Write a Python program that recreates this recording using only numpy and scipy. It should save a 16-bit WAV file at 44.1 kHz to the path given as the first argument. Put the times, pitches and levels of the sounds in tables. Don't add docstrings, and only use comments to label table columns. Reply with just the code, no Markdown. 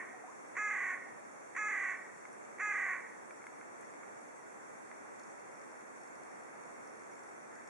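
import sys
import numpy as np
from scipy import signal
from scipy.fft import rfft, irfft, next_fast_len
from scipy.io import wavfile
from scipy.ndimage import uniform_filter1d, map_coordinates

SR = 44100
rng = np.random.default_rng(int(sys.argv[2]) if len(sys.argv) > 2 else 0)


def generate_wav(sig):
    pcm = np.round(np.clip(np.atleast_2d(sig).T, -1, 1) * 32767).astype(np.int16)
    wavfile.write(sys.argv[1], SR, pcm)


N = 339129

# (start [s], length [s], note [Hz], effort [dB],
# quaver rate [Hz], time to a quaver crest [s], brightness [dB])
CAWS = [(-.402, .42, 420, -40.5, 39, 0.23, 2), (.564, 0.41, 421.8, -39.5, 36.5, .208, 0),
        (1.561, 0.41, 423.5, -39.5, 39.84, .239, 0.8), (2.593, 0.4, 418.6, -39, 35.62, 0.2, -1.5)]
# (frequency [Hz], share [0-1])
BRIGHT_SHELF = [(2400, 0), (3000, 1)]
# (frequency [Hz], gain [dB])
THROAT_OPEN = [(400, -39), (830, -21), (1260, -3), (1680, -1), (2110, -3.5), (2520, -3.5), (3000, -22),
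               (4800, -61), (5500, -28.5), (6200, -23.5), (6700, -18.5), (7200, -28), (8400, -37),
               (11000, -79)]
# (frequency [Hz], gain [dB])
THROAT_NARROW = [(400, -33), (800, -21.5), (1080, -6), (1320, -20.5), (1480, -6.5), (1660, -5), (1890, 2.5),
                 (2060, 1.3), (2280, -6), (2550, -14), (3000, -18.5), (4800, -56), (6500, -25.5),
                 (8400, -39.5), (11000, -44)]
# (delay [s], gain [dB])
TREE_ECHOES = [(.048, -10.5), (.085, -17.5), (0.134, -19.5)]
# (frequency [Hz], t60 [s])
SHORE_DECAY = [(500, 0.97), (2000, 0.81), (7000, 0.21)]
# (frequency [Hz], gain [dB])
HUSH_COLOUR = [(25, -48), (50, -35.5), (110, -14.5), (150, -10), (240, -2), (400, 0.5), (700, 0),
               (1100, -2), (2000, -7), (3000, -14), (6000, -38)]
# (frequency [Hz], left-right correlation [-1 to 1])
HUSH_IMAGE = [(60, -0.062), (200, -0.51), (600, -0.51), (1200, -0.39), (2200, -0.28), (5000, -0.16)]
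# (frequency [Hz], gain [dB])
HISS_COLOUR = [(1000, -28), (3500, -5), (6500, 1), (8000, -1), (9500, -6), (10700, -8)]
# (time [s], level [dB], pitch [Hz], t60 [s], glide [octaves/s])
BUBBLES = [(.135, -52.5, 766, 0.17, -2), (.238, -46.5, 742, 0.11, 0), (.276, -52, 860, 0.14, 16)]
# (time [s], relative level [dB])
TICKS = [(2.2538, -41), (3.309, -42.5), (3.42, -47), (3.441, -47), (3.468, -39), (3.613, -44), (3.831, -50),
         (3.938, -51), (4.0335, -46), (4.9148, -41)]
# (frequency [Hz], gain [dB], t60 [s])
TICK_MODES = [(1080, -16, .012), (1380, 1, 0.007), (1660, -3, 0.013), (2126, -0.5, 0.019)]
# (time [s], level [dB], band centre [Hz], t60 [s])
CLICKS = [(2.33, -55, 8050, 0.0063), (3.468, -63, 8100, 0.023), (3.809, -57.5, 9300, 0.021),
          (5.196, -57, 4380, 0.026)]
# (start [s], end [s], base level [dB])
LENS_RUNS = [(5.19, 5.8, -58), (6.0, 7.3, -58), (7.47, 7.69, -57.5)]
# (frequency [Hz], gain [dB], t60 [s])
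BARREL_MODES = [(4480, -10, .013), (5370, -4, 0.012), (6660, -6.5, 0.0066), (8900, -11, 0.006)]
# (frequency [Hz], gain [dB])
SWELL_COLOUR = [(1000, -30), (1550, 1), (2050, -3), (2800, -30)]
# (frequency [Hz], gain [dB])
MIC_EQ = [(2200, 3.5), (2550, -3), (2850, -9), (3500, -7), (4600, -5.5), (5250, -3.5), (5700, 4),
          (6300, 3.5), (10600, 5.5), (11500, -5)]
MIC_NOTCHES = [3020, 4020, 5020]

SCOOP_S, HOLD_S = .024, .098
FLAP_LEAD_S, FLAP_WIDTH_S, FLAP_DB = .007, .0038, -7


def amp(db):
    return 10 ** (np.asarray(db) / 20)


def unit(x):
    return x / np.sqrt(np.mean(x ** 2) + 1e-20)


def along(points, hz):
    freqs, values = np.transpose(points)
    return np.interp(np.log(hz + 1), np.log(freqs + 1), values)


def wobble(rate, size):
    knots = rng.standard_normal(int(size * rate / SR + 4))
    return map_coordinates(knots, [np.arange(size) * rate / SR])


def filtered(x, response):
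    n = x.shape[-1]
    padded = next_fast_len(n + 8192)
    return irfft(rfft(x, padded) * response(np.fft.rfftfreq(padded, 1 / SR)), padded)[..., :n]


def add(track, s, sound):
    i = max(round(s * SR), 0)
    part = track[i:i + len(sound)]
    part += sound[:len(part)]


def stereo_noise(colour, image):
    def mid_side_gains(f):
        angle = np.arccos(np.clip(along(image, f), -1, 1)) / 2
        return amp(along(colour, f)) * [np.cos(angle), np.sin(angle)]
    mid, side = filtered(rng.standard_normal((2, N)), mid_side_gains)
    return unit(np.array([mid + side, mid - side]))


def caw_gesture(t, length, note_hz, db, sag_hz_per_s=205, tire_db_per_s=9.5, attack_s=.0037,
                release_s=.064):
    scoop = 1 - np.clip(t / SCOOP_S, 0, 1)
    sinking_s = np.maximum(t - HOLD_S, 0)
    release = np.clip((t - length + release_s) / release_s, 0, 1)
    arch = .008 * (np.sin(np.pi * np.clip(t / (HOLD_S + SCOOP_S), 0, 1)) - 1)
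    wander = .0042 * wobble(70, len(t))
    hz = note_hz * (1 - .2 * scoop + arch + wander) - sag_hz_per_s * sinking_s
    flap = amp(FLAP_DB) * np.exp(-((t + FLAP_LEAD_S) / FLAP_WIDTH_S) ** 2)
    onset = np.clip(t / attack_s, 0, 1) + flap
    effort = onset * amp(db - 2 * scoop - tire_db_per_s * sinking_s - 17.5 * release ** 2)
    quaver_depth = .08 * np.clip(sinking_s / .055, 0, 1) * np.exp(-sinking_s / .5)
    hoarse = np.clip(.045 + .65 * np.sqrt(scoop) + 1.4 * sinking_s + .44 * release, 0, 1)
    closing = .35 + .38 * scoop + .65 * np.clip(sinking_s / .076, 0, 1)
    return hz, effort, quaver_depth, hoarse, closing


def caw(length, note_hz, db, quaver_hz, crest_s, bright_db, jitter=.062, rattle=.28, rasp=.62):
    n = SR // 2
    t = np.arange(n) / SR - 2 * FLAP_LEAD_S
    hz, effort, quaver_depth, hoarse, closing = caw_gesture(t, length, note_hz, db)
    arches = abs(np.cos(np.pi * quaver_hz * (t - crest_s) + .23 * wobble(25.08, n)))
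    quaver = quaver_depth * 2 * (arches - 2 / np.pi)
    hz = hz * (1 + quaver + (.0031 + jitter * hoarse) * wobble(520, n))
    phase = 2 * np.pi * np.cumsum(hz) / SR
    harmonics = np.arange(1, 27)[:, None]
    pulses = unit(np.cos(harmonics * phase - .68 * harmonics ** 2).sum(0))
    pulses = unit(pulses * (1 + rattle * np.sqrt(hoarse) * wobble(420, n)))
    breath = unit(rng.standard_normal(n) * (1 + .52 * np.cos(phase)))
    syrinx = pulses + rasp * np.sqrt(hoarse) * breath
    syrinx = filtered(syrinx, lambda f: amp(bright_db * along(BRIGHT_SHELF, f)))
    wide = filtered(syrinx, lambda f: amp(along(THROAT_OPEN, f)))
    narrow = filtered(syrinx, lambda f: amp(along(THROAT_NARROW, f)))
    voice = unit((1 - closing) * wide + closing * narrow)
    throb = amp(1.5 * quaver / quaver_depth.max())
    return voice * effort * throb * (t < length)


def shore_reverb(x, build_s=.0057):
    hz, t, noise = signal.stft(rng.standard_normal((2, SR)), SR, nperseg=256)
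    decay = amp(-60 * t / along(SHORE_DECAY, hz)[:, None])
    tail = signal.istft(noise * decay * (1 - np.exp(-t / build_s)), SR, nperseg=256)[1]
    return signal.fftconvolve(x[None], tail / np.linalg.norm(tail[0]), axes=1)[:, :len(x)]


def crow(wet_db=-14, width=.41, pan_db=1.75, left_lag_s=.00003):
    calls = np.zeros(N + SR)
    for start, *shape in CAWS:
        add(calls, 1 + start - 2 * FLAP_LEAD_S, caw(*shape))
    echoed = calls.copy()
    for delay, db in TREE_ECHOES:
        add(echoed, delay, amp(db) * calls)
    mid, side = amp(wet_db) * shore_reverb(calls)
    left = filtered(echoed + mid + width * side, lambda f: np.exp(-2j * np.pi * f * left_lag_s))
    right = echoed + mid - width * side
    lean_db = lambda f: pan_db * along([(1000, .14), (2000, 1), (3400, .93), (6000, -.22)], f)
    return filtered(np.array([left, right]), lambda f: amp([-lean_db(f), lean_db(f)]))[:, SR:]


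def lake_hush(level_db=-54, drift_db=.5, pan_db=.5):
    drift = amp(level_db + drift_db * wobble(4.315, N))
    return drift * stereo_noise(HUSH_COLOUR, HUSH_IMAGE) * amp([[-pan_db], [pan_db]])


def thin_hiss(level_db=-67, flicker_db=1.6, pan_db=-.4):
    spectrum = signal.stft(stereo_noise(HISS_COLOUR, [(6000, -.079)]), nperseg=512)[2]
    patches = uniform_filter1d(rng.standard_normal(spectrum.shape[1:]), size=4, axis=0)
    patches = unit(uniform_filter1d(patches, size=10, axis=1))
    hiss = signal.istft(spectrum * amp(flicker_db * patches), nperseg=512)[1][:, :N]
    return amp(level_db) * unit(hiss) * amp([[-pan_db], [pan_db]])


def plops(attack_s=.002):
    out, t = np.zeros(N), np.arange(SR // 10) / SR
    for s, db, hz, t60, glide in BUBBLES:
        phase = 2 * np.pi * np.cumsum(hz * 2 ** (glide * t)) / SR
        envelope = amp(db - 60 * t / t60) * (1 - np.exp(-t / attack_s))
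        add(out, s, envelope * np.sin(phase))
    return out


def ticks(trim_db=-3.5, low_cut_hz=950):
    out, t = np.zeros(N), np.arange(SR // 10) / SR
    for s, db in TICKS:
        ring = np.zeros(len(t))
        for hz, mode_db, t60 in TICK_MODES:
            envelope = amp(mode_db + rng.normal(0, .52) - 60 * t / t60)
            ring += envelope * np.sin(2 * np.pi * hz * rng.normal(1, .036) * t)
        add(out, s, amp(db + trim_db) * ring)
    return signal.sosfilt(signal.butter(2, low_cut_hz, "highpass", fs=SR, output="sos"), out)


def clicks(width_octaves=.58):
    out, t = np.zeros(N), np.arange(SR // 10) / SR
    for s, db, hz, t60 in CLICKS:
        band = lambda f: np.exp(-.5 * (np.log2((f + 1) / hz) / width_octaves) ** 2)
        burst = unit(filtered(rng.standard_normal(len(t)), band))
        add(out, s, amp(db - 60 * t / t60) * burst)
    return out


def lens_motor(start_s=5.1954, step_s=.02, kick_db=10, settle_s=.04, offbeat_db=-5.5, scatter_db=4):
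    out, t = np.zeros(N), np.arange(SR // 50) / SR
    times = np.arange(start_s, N / SR, step_s)
    steps = [(i, s, db) for start, end, db in LENS_RUNS for i, s in enumerate(times) if start <= s < end]
    for i, s, run_db in steps:
        db = run_db + kick_db * np.exp((start_s - s) / settle_s)
        ring = np.zeros(len(t))
        for hz, mode_db, t60 in BARREL_MODES:
            phase = 2 * np.pi * (hz * rng.normal(1, .01) * t + rng.random())
            ring += amp(mode_db - 60 * t / t60) * np.sin(phase)
        add(out, s, amp(db + offbeat_db * (i % 2) + scatter_db * rng.standard_normal()) * ring)
    return out * amp([[0], [-5]])


def far_swell(crest_s=7.57, half_width_s=.084, level_db=-63):
    envelope = np.exp(-((np.arange(N) / SR - crest_s) / half_width_s) ** 2)
    return amp(level_db) * envelope * stereo_noise(SWELL_COLOUR, [(1800, .4)])


def scene():
    return crow() + lake_hush() + thin_hiss() + plops() + ticks() + clicks() + lens_motor() + far_swell()


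def record(dry, notch_width_hz=125, top_hz=11509):
    def response(f):
        notches = [1 - 1.16 * np.exp(-((f - hz) / notch_width_hz) ** 2) for hz in MIC_NOTCHES]
        return amp(along(MIC_EQ, f)) * np.prod(notches, axis=0) * (f < top_hz)
    return filtered(dry, response)


dry = scene()
out = record(dry)
generate_wav(out)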